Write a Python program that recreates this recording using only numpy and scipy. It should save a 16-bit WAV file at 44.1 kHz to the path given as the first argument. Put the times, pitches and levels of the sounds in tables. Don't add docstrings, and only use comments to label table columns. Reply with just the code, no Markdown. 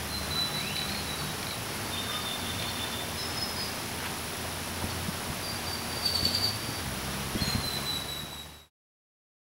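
import sys
import numpy as np
from scipy import signal
from scipy.fft import rfft, irfft
from scipy.io import wavfile
from scipy.ndimage import map_coordinates

SR = 44100
rng = np.random.default_rng(int(sys.argv[2]) if len(sys.argv) > 2 else 0)


def wav_out(sig):
    wavfile.write(sys.argv[1], SR, np.round(np.clip(np.atleast_2d(sig).T, -1, 1) * 32767).astype(np.int16))


N = 418950
T = np.arange(N) / SR
CATCH_AT = .48


def undb(db):
    return 10 ** (np.asarray(db) / 20)


def unit(x):
    return x / np.sqrt(np.mean(x ** 2))


def add(out, start_s, x):
    i = max(int(start_s * SR), 0)
    out[i:i + len(x)] += x[:N - i]


def band(x, hz, width_hz):
    return signal.lfilter(*signal.iirpeak(min(hz, .45 * SR), hz / width_hz, SR), x)


def noise(spectrum, size=N):
    hz, db = np.transpose(spectrum)
    bins_hz = np.fft.rfftfreq(size, 1 / SR) + 1
    gain = undb(np.interp(np.log(bins_hz), np.log(hz), db))
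    return unit(irfft(rfft(rng.standard_normal(size)) * gain, size))


def walk(rate_hz, size=N):
    at = np.arange(size) / SR * rate_hz
    return map_coordinates(rng.standard_normal(int(at[-1]) + 2), [at], order=2, mode="nearest")


def turn(hz):
    return 2 * np.pi * np.cumsum(hz) / SR


def bell(t, centre_s, half_width_s):
    return np.exp(-((t - centre_s) / half_width_s) ** 2)


def bubbles(count, low_hz, high_hz, cycles=7, spread_db=3):
    out = np.zeros(N)
    for when, pitch, size in rng.random((count, 3)):
        hz = low_hz * (high_hz / low_hz) ** pitch
        age = np.linspace(0, 1, int(2 * cycles * SR / hz))
        ring = np.sin(turn(hz * (1 + .2 * age))) * np.exp(-2 * np.pi * age)
        add(out, when * T[-1], undb(-spread_db * np.log(max(size, .01))) * ring)
    return unit(out)


def water(wash_db=-36.5, bubble_db=-46):
    # freq_hz, gain_db
    spectrum = [(15, -48.5), (25, -22), (49, -11.5), (70, -7.5), (90, -0.5), (162, -3.5), (235, -4.5),
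                (293, -8), (385, -6.5), (530, -11), (748, -9), (3800, -15), (5640, -17), (7760, -26.5),
                (9000, -31.5), (11700, -52.5), (19800, -120)]
    flow_db = -.06 * walk(3)
    wash = undb(wash_db + .5 * flow_db + .5 * walk(9)) * noise(spectrum)
    return wash + undb(flow_db + bubble_db) * bubbles(count=7000, low_hz=556.6, high_hz=4330)


def engine(flicker_db=2.5):
    # time_s, firing_hz, fundamental_db, overtone_db
    run = [(0, 75.6, -44.5, -52), (.25, 75.2, -42, -52), (.5, 74.5, -68, -43.5), (1.0, 75.9, -44, -55.5),
           (1.27, 75.3, -48, -44.5), (1.42, 84.1, -86, -68.5), (1.58, 113.8, -44, -51.5),
           (2.15, 85.7, -53.5, -57), (2.6, 89.97, -46.5, -52), (3.2, 81, -50, -63), (4.1, 81.1, -51, -64),
           (5.0, 89, -41, -62), (5.35, 81.9, -53, -63), (6.25, 86.48, -40.5, -57), (6.5, 105, -41, -52),
           (6.74, 114, -48, -58), (6.87, 65, -43, -44.5), (7.8, 69.5, -52, -48.5),
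           (8.6, 75.4, -40.5, -48.5)]
    # freq_hz, gain_db
    colour = [(125, 0.5), (150, 1), (172, -7.5), (202, 1.5), (222, -8.5), (400, -14.5)]
    times_s, *columns = np.transpose(run)
    firing_hz, fundamental_db, overtone_db = (np.interp(T, times_s, c) for c in columns)
    phase = turn(firing_hz * (1 + .01 * walk(25)))
    overtones = 0
    for k in range(2, 6):
        colour_db = np.interp(k * firing_hz, *np.transpose(colour))
        overtones += undb(colour_db + flicker_db * walk(9)) * np.sin(k * phase)
    fundamental = undb(fundamental_db + .93 * walk(13)) * np.sin(phase)
    return np.sqrt(2) * (fundamental + undb(overtone_db) * overtones)


def hums(edge_s=.17):
    # start_s, end_s, pitch_hz, level_db
    spans = [(-.1, 1.5, 197, -46), (1.65, 6.9, 236, -49)]
    out = np.zeros(N)
    for start_s, end_s, hz, db in spans:
        swell = np.clip(np.minimum(T - start_s, end_s - T) / edge_s, 0, 1)
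        out += swell * undb(db + 2.6 * walk(15)) * np.sin(turn(hz * (1 + .02 * walk(35))))
    return out


def camera_hiss(hiss_db=-46, pulse_hz=70, pulse_depth=.59, whine_hz=15712, whine_db=-59):
    # centre_hz, width_hz, level_db
    peaks = [(5520, 540, -53.5), (9373, 200, -59.5), (10000, 350, -54.5), (10330, 350, -52),
             (10530, 180, -52), (11650, 200, -65.5), (12087, 160, -59.5), (13100, 130, -59.5),
             (13450, 280, -65), (14300, 400, -60.5)]
    out = undb(hiss_db) * noise([(3000, -31.5), (7000, -3), (9500, 1), (12500, -.5), (15500, -4.5)])
    for hz, width_hz, db in peaks:
        pulse = 1 + pulse_depth * np.sin(2 * np.pi * (pulse_hz * T + rng.random()))
        peak = band(band(rng.standard_normal(N), hz, 1.5 * width_hz), hz, 1.5 * width_hz)
        out += undb(db) * unit(pulse * peak)
    return out + undb(whine_db + 3 * walk(3)) * np.sin(turn(whine_hz + 3 * walk(20)))


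def whistle(length_s, from_hz, to_hz, arch=0, catch=0, waver=.007):
    t = np.arange(int(length_s * SR)) / SR
    dip = catch * bell(t, CATCH_AT * length_s, half_width_s=.009)
    glide_hz = (from_hz + (to_hz - from_hz) * t / length_s) * (1 + arch * np.sin(np.pi * t / length_s))
    jitter = waver * walk(260, len(t)) + .74 * dip * walk(1500, len(t))
    phase = turn(glide_hz * (1 - dip) * (1 + jitter))
    swell = np.sin(np.pi / 2 * np.clip(np.minimum(t, length_s - t) / .016, 0, 1))
    flutter_db = 2 * walk(110, len(t))
    catch_db = -8 * np.tanh(dip / .03)
    return phase, np.sqrt(2) * swell * undb(flutter_db + catch_db)


def ducks(third_db=1, close_db=-34, distance_share=.4, hoarse_db=15):
    # first_s, last_s, notes, length_s, first_hz, last_hz, settle_power (1 = even),
    # fall, arch, catch, waver (these four: share of pitch, within a note),
    # first_db, middle_db, last_db, overtone_db
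    series = [ (.082, 0.741, 4, .13, 4137, 3980, 3.5, .014, -0.0088, 0, 0.0041, -42.5, -34.5, -39, -61.5),
              (1.912, 2.91, 7, 0.11, 3650, 3578, 3.5, -.003, -.008, .1, 0.0074, -38.5, -40, -41.5, -63.5),
              (3.168, 3.557, 3, 0.081, 5160, 5004, .3, -0.0047, 0.009, 0.0081, 0.0067, -38.5, -36, -40.5, -68),
              (5.423, 5.888, 3, .098, 4770, 4700, 3, .014, -.015, 0.011, 0.0035, -41.5, -39.5, -43, -67.5),
              (7.404, 8.526, 6, .142, 4169, 3875, 3, 0.028, 0.0043, .026, 0.0052, -33.5, -36, -41.5, -52.5)]
    direct, scattered = np.zeros(N), np.zeros(N)
    for (first_s, last_s, notes, length_s, first_hz, last_hz, settle_power,
         fall, arch, catch, waver, *levels_db, overtone_db) in series:
        for along in np.linspace(0, 1, round(notes)):
            start_s = first_s + (last_s - first_s) * along
            hz = last_hz + (first_hz - last_hz) * (1 - along) ** settle_power
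            db = np.interp(along, [0, .5, 1], levels_db)
            phase, swell = whistle(length_s, hz * (1 + fall / 2), hz * (1 - fall / 2), arch, catch, waver)
            overtones = np.sin(2 * phase) + undb(third_db) * np.sin(3 * phase)
            note = swell * (undb(db) * np.sin(phase) + undb(overtone_db) * overtones)
            note += catch * undb(db + hoarse_db) * catch_rasp(length_s, hz)
            add(direct, start_s, note)
            add(scattered, start_s, note * undb(distance_share * (close_db - db)))
    return direct + banks(scattered, near_db=-3.5, far_db=-7)


def banks(x, near_db, far_db, near_t60_s=.24, far_t60_s=.85, echoes_per_s=900):
    out, t = 0, np.arange(SR) / SR
    for db, t60_s, delay_s in ((near_db, near_t60_s, .008), (far_db, far_t60_s, .04)):
        echoes = rng.standard_normal(SR) * (rng.random(SR) < echoes_per_s / SR)
        echoes *= (t > delay_s) * np.exp(-np.log(1000) * t / t60_s)
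        out += undb(db) * signal.fftconvolve(x, echoes / np.linalg.norm(echoes))[:N]
    return out


def slur(from_s=.32, from_hz=1195, top_hz=3030, octaves_per_s=3.25, waver=.007):
    # harmonic, centre_s, half_width_s, level_db
    swells = [(1, .375, .032, -42), (1, .675, .12, -42), (2, .57, .16, -48.5)]
    octaves = np.clip(octaves_per_s * (T - from_s), -1, np.log2(top_hz / from_hz))
    phase = turn(from_hz * 2 ** octaves * (1 + waver * walk(300)))
    return np.sqrt(2) * sum(undb(db) * bell(T, centre_s, half_width_s) * np.sin(round(k) * phase)
                            for k, centre_s, half_width_s, db in swells)


def splashes():
    # start_s, length_s, centre_hz, level_db
    sprays = [(0.328, 0.14, 1500, -50), (2.045, 0.16, 1500, -43), (2.55, 0.16, 2300, -54),
              (3.99, 0.055, 1700, -44), (4.03, .055, 2500, -35.5), (7.321, 0.29, 2160, -41)]
    drops = bubbles(count=6000, low_hz=900, high_hz=5940, cycles=2.6)
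    patter = banks(drops, near_db=3.5, far_db=-17)
    out = np.zeros(N)
    for start_s, length_s, hz, db in sprays:
        swell = np.sin(np.pi * np.clip((T - start_s) / length_s, 0, 1))
        out += undb(db) * swell * unit(band(patter, hz, hz / 2))
    return out


def ticks(decay_s=.003, scatter_db=.5):
    # start_s, gap_s, count, peak_db
    runs = [(.765, .026, 3, -22.5), (.894, 0.027, 3, -26.5), (1.428, .0405, 3, -24),
            (2.596, 0.027, 2, -25.5)]
    # centre_hz, width_hz, gain_db
    modes = [(1900, 350, -3), (2333, 510, 2), (4000, 1000, 0.5)]
    out, t = np.zeros(N), np.arange(SR // 20) / SR
    for start_s, gap_s, count, peak_db in runs:
        for k in range(round(count)):
            snap = rng.standard_normal(len(t)) * np.exp(-t / decay_s)
            ring = sum(undb(db) * band(band(snap, hz, width_hz), hz, width_hz)
                       for hz, width_hz, db in modes)
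            gain = undb(peak_db + scatter_db * rng.standard_normal())
            add(out, start_s + k * gap_s, gain * ring / np.abs(ring).max())
    return out


def peeps(piping_s=1.846, piping_gap_s=.18):
    short_notes = [(0.867, 0.081, 4166, 4335, -43.5), (0.933, 0.076, 4390, 4120, -40.5),
                   (1.066, .095, 3980, 3856, -38.5), (1.177, 0.051, 4620, 4400, -42.5),
                   (1.187, 0.13, 3940, 3810, -47.5), (1.478, .07, 4120, 3780, -41.5),
                   (2.07, 0.103, 1158, 1263, -44.5), (2.115, 0.046, 5240, 5050, -46),
                   (2.661, .05, 4380, 4286, -41), (3.17, .064, 4110, 3900, -45.5),
                   (3.391, 0.039, 4350, 4350, -43.5), (3.566, 0.076, 4420, 4360, -46),
                   (3.62, 0.06, 4950, 4654, -44), (4.895, .04, 4650, 4220, -46.5),
                   (6.601, 0.214, 4720, 4590, -48), (7.369, 0.044, 3200, 3410, -39),
                   (7.44, 0.058, 6775, 6790, -44.5)]
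    piping = [(piping_s + k * piping_gap_s, .034, 4650, 4400, -45) for k in range(4)]
    out = np.zeros(N)
    for start_s, length_s, from_hz, to_hz, db in short_notes + piping:
        phase, swell = whistle(length_s, from_hz, to_hz)
        add(out, start_s, undb(db) * swell * np.sin(phase))
    return out


def catch_rasp(length_s, pitch_hz):
    t = np.arange(int(length_s * SR)) / SR
    centre_hz, width_hz = .82 * pitch_hz, .2 * pitch_hz
    puff = band(band(rng.standard_normal(len(t)), centre_hz, width_hz), centre_hz, 2 * width_hz)
    return unit(puff) * bell(t, CATCH_AT * length_s, half_width_s=.026)


def camera_bumps(decay_s=.0048):
    # start_s, peak_db, pitch_hz
    bumps = [(4.837, -22, 140), (5.082, -24, 125.2), (5.294, -26, 100), (6.228, -24.5, 148),
             (6.259, -24.5, 218.5), (6.684, -25, 149.7), (7.35, -22, 141), (7.419, -21.5, 121),
             (7.476, -24, 150), (7.548, -19.5, 110), (7.582, -26.5, 120), (7.66, -29.5, 114.9),
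             (8.232, -28, 130)]
    out, t = np.zeros(N), np.arange(SR // 10) / SR
    for start_s, peak_db, hz in bumps:
        spectrum = [(hz / 4, -18), (hz, 0), (2 * hz, -8), (4 * hz, -32), (20 * hz, -80)]
        thud = noise(spectrum, len(t)) * t * np.exp(-t / decay_s)
        add(out, start_s, undb(peak_db) * thud / np.abs(thud).max())
    return out


def chatter(hold_db=-11, rasp_db=-14, squeak_db=-22, overtone_db=-23.5):
    # accent_s, pitch_hz, level_db, half_width_s, squeak_hz
    syllables = [(6.063, 4600, -21.5, .0085, 8120), (6.156, 4555, -22.5, 0.0074, 8160),
                 (6.255, 4560, -20.5, 0.0037, 7400), (6.351, 4670, -22, 0.0036, 7350),
                 (6.447, 4614, -24, 0.02, 7300)]
    # freq_hz, gain_db
    spectrum = [(1500, -46.5), (2900, -15), (3700, -10), (4450, -4), (4900, -18.5), (6500, -22.5),
                (9200, -23), (11500, -26), (14000, -24.5), (16000, -40)]
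    out = np.zeros(N)
    t = np.arange(-SR // 20, SR // 10) / SR
    for accent_s, hz, db, half_width_s, squeak_hz in syllables:
        phase = turn(hz * (1 - .39 * t) * (1 + .0095 * walk(400, len(t))))
        accent = bell(t, 0, half_width_s)
        hold = undb(hold_db) * bell(t, .012, .047)
        tone = np.sin(phase) + undb(overtone_db) * (np.sin(2 * phase) + np.sin(3 * phase))
        squeak = undb(squeak_db) * bell(t, -.004, .0094) * np.sin(squeak_hz / hz * phase)
        voice = np.sqrt(2) * (np.maximum(accent, hold) * tone + squeak)
        rasp = undb(rasp_db) * bell(t, .012, .035) * noise(spectrum, len(t))
        add(out, accent_s + t[0], undb(db) * (voice + rasp))
    return out


def scene():
    close, far, clicks = chatter(), slur() + peeps(), ticks()
    echoes = banks(far, near_db=-4, far_db=-12.5) + banks(clicks, near_db=-9, far_db=-19)
    echoes += banks(close, near_db=-6, far_db=-12)
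    mono = ducks() + close + far + clicks + echoes
    mono += water() + splashes() + engine() + hums() + camera_hiss() + camera_bumps()
    return np.array([mono, mono])


def record(dry, fade_start_s=7.812, fade_end_s=8.701, top_hz=15800):
    fade = np.clip((fade_end_s - T) / (fade_end_s - fade_start_s), 0, 1)
    return signal.sosfilt(signal.ellip(12, .2, 80, top_hz, fs=SR, output="sos"), dry * fade)


dry = scene()
out = record(dry)
wav_out(out)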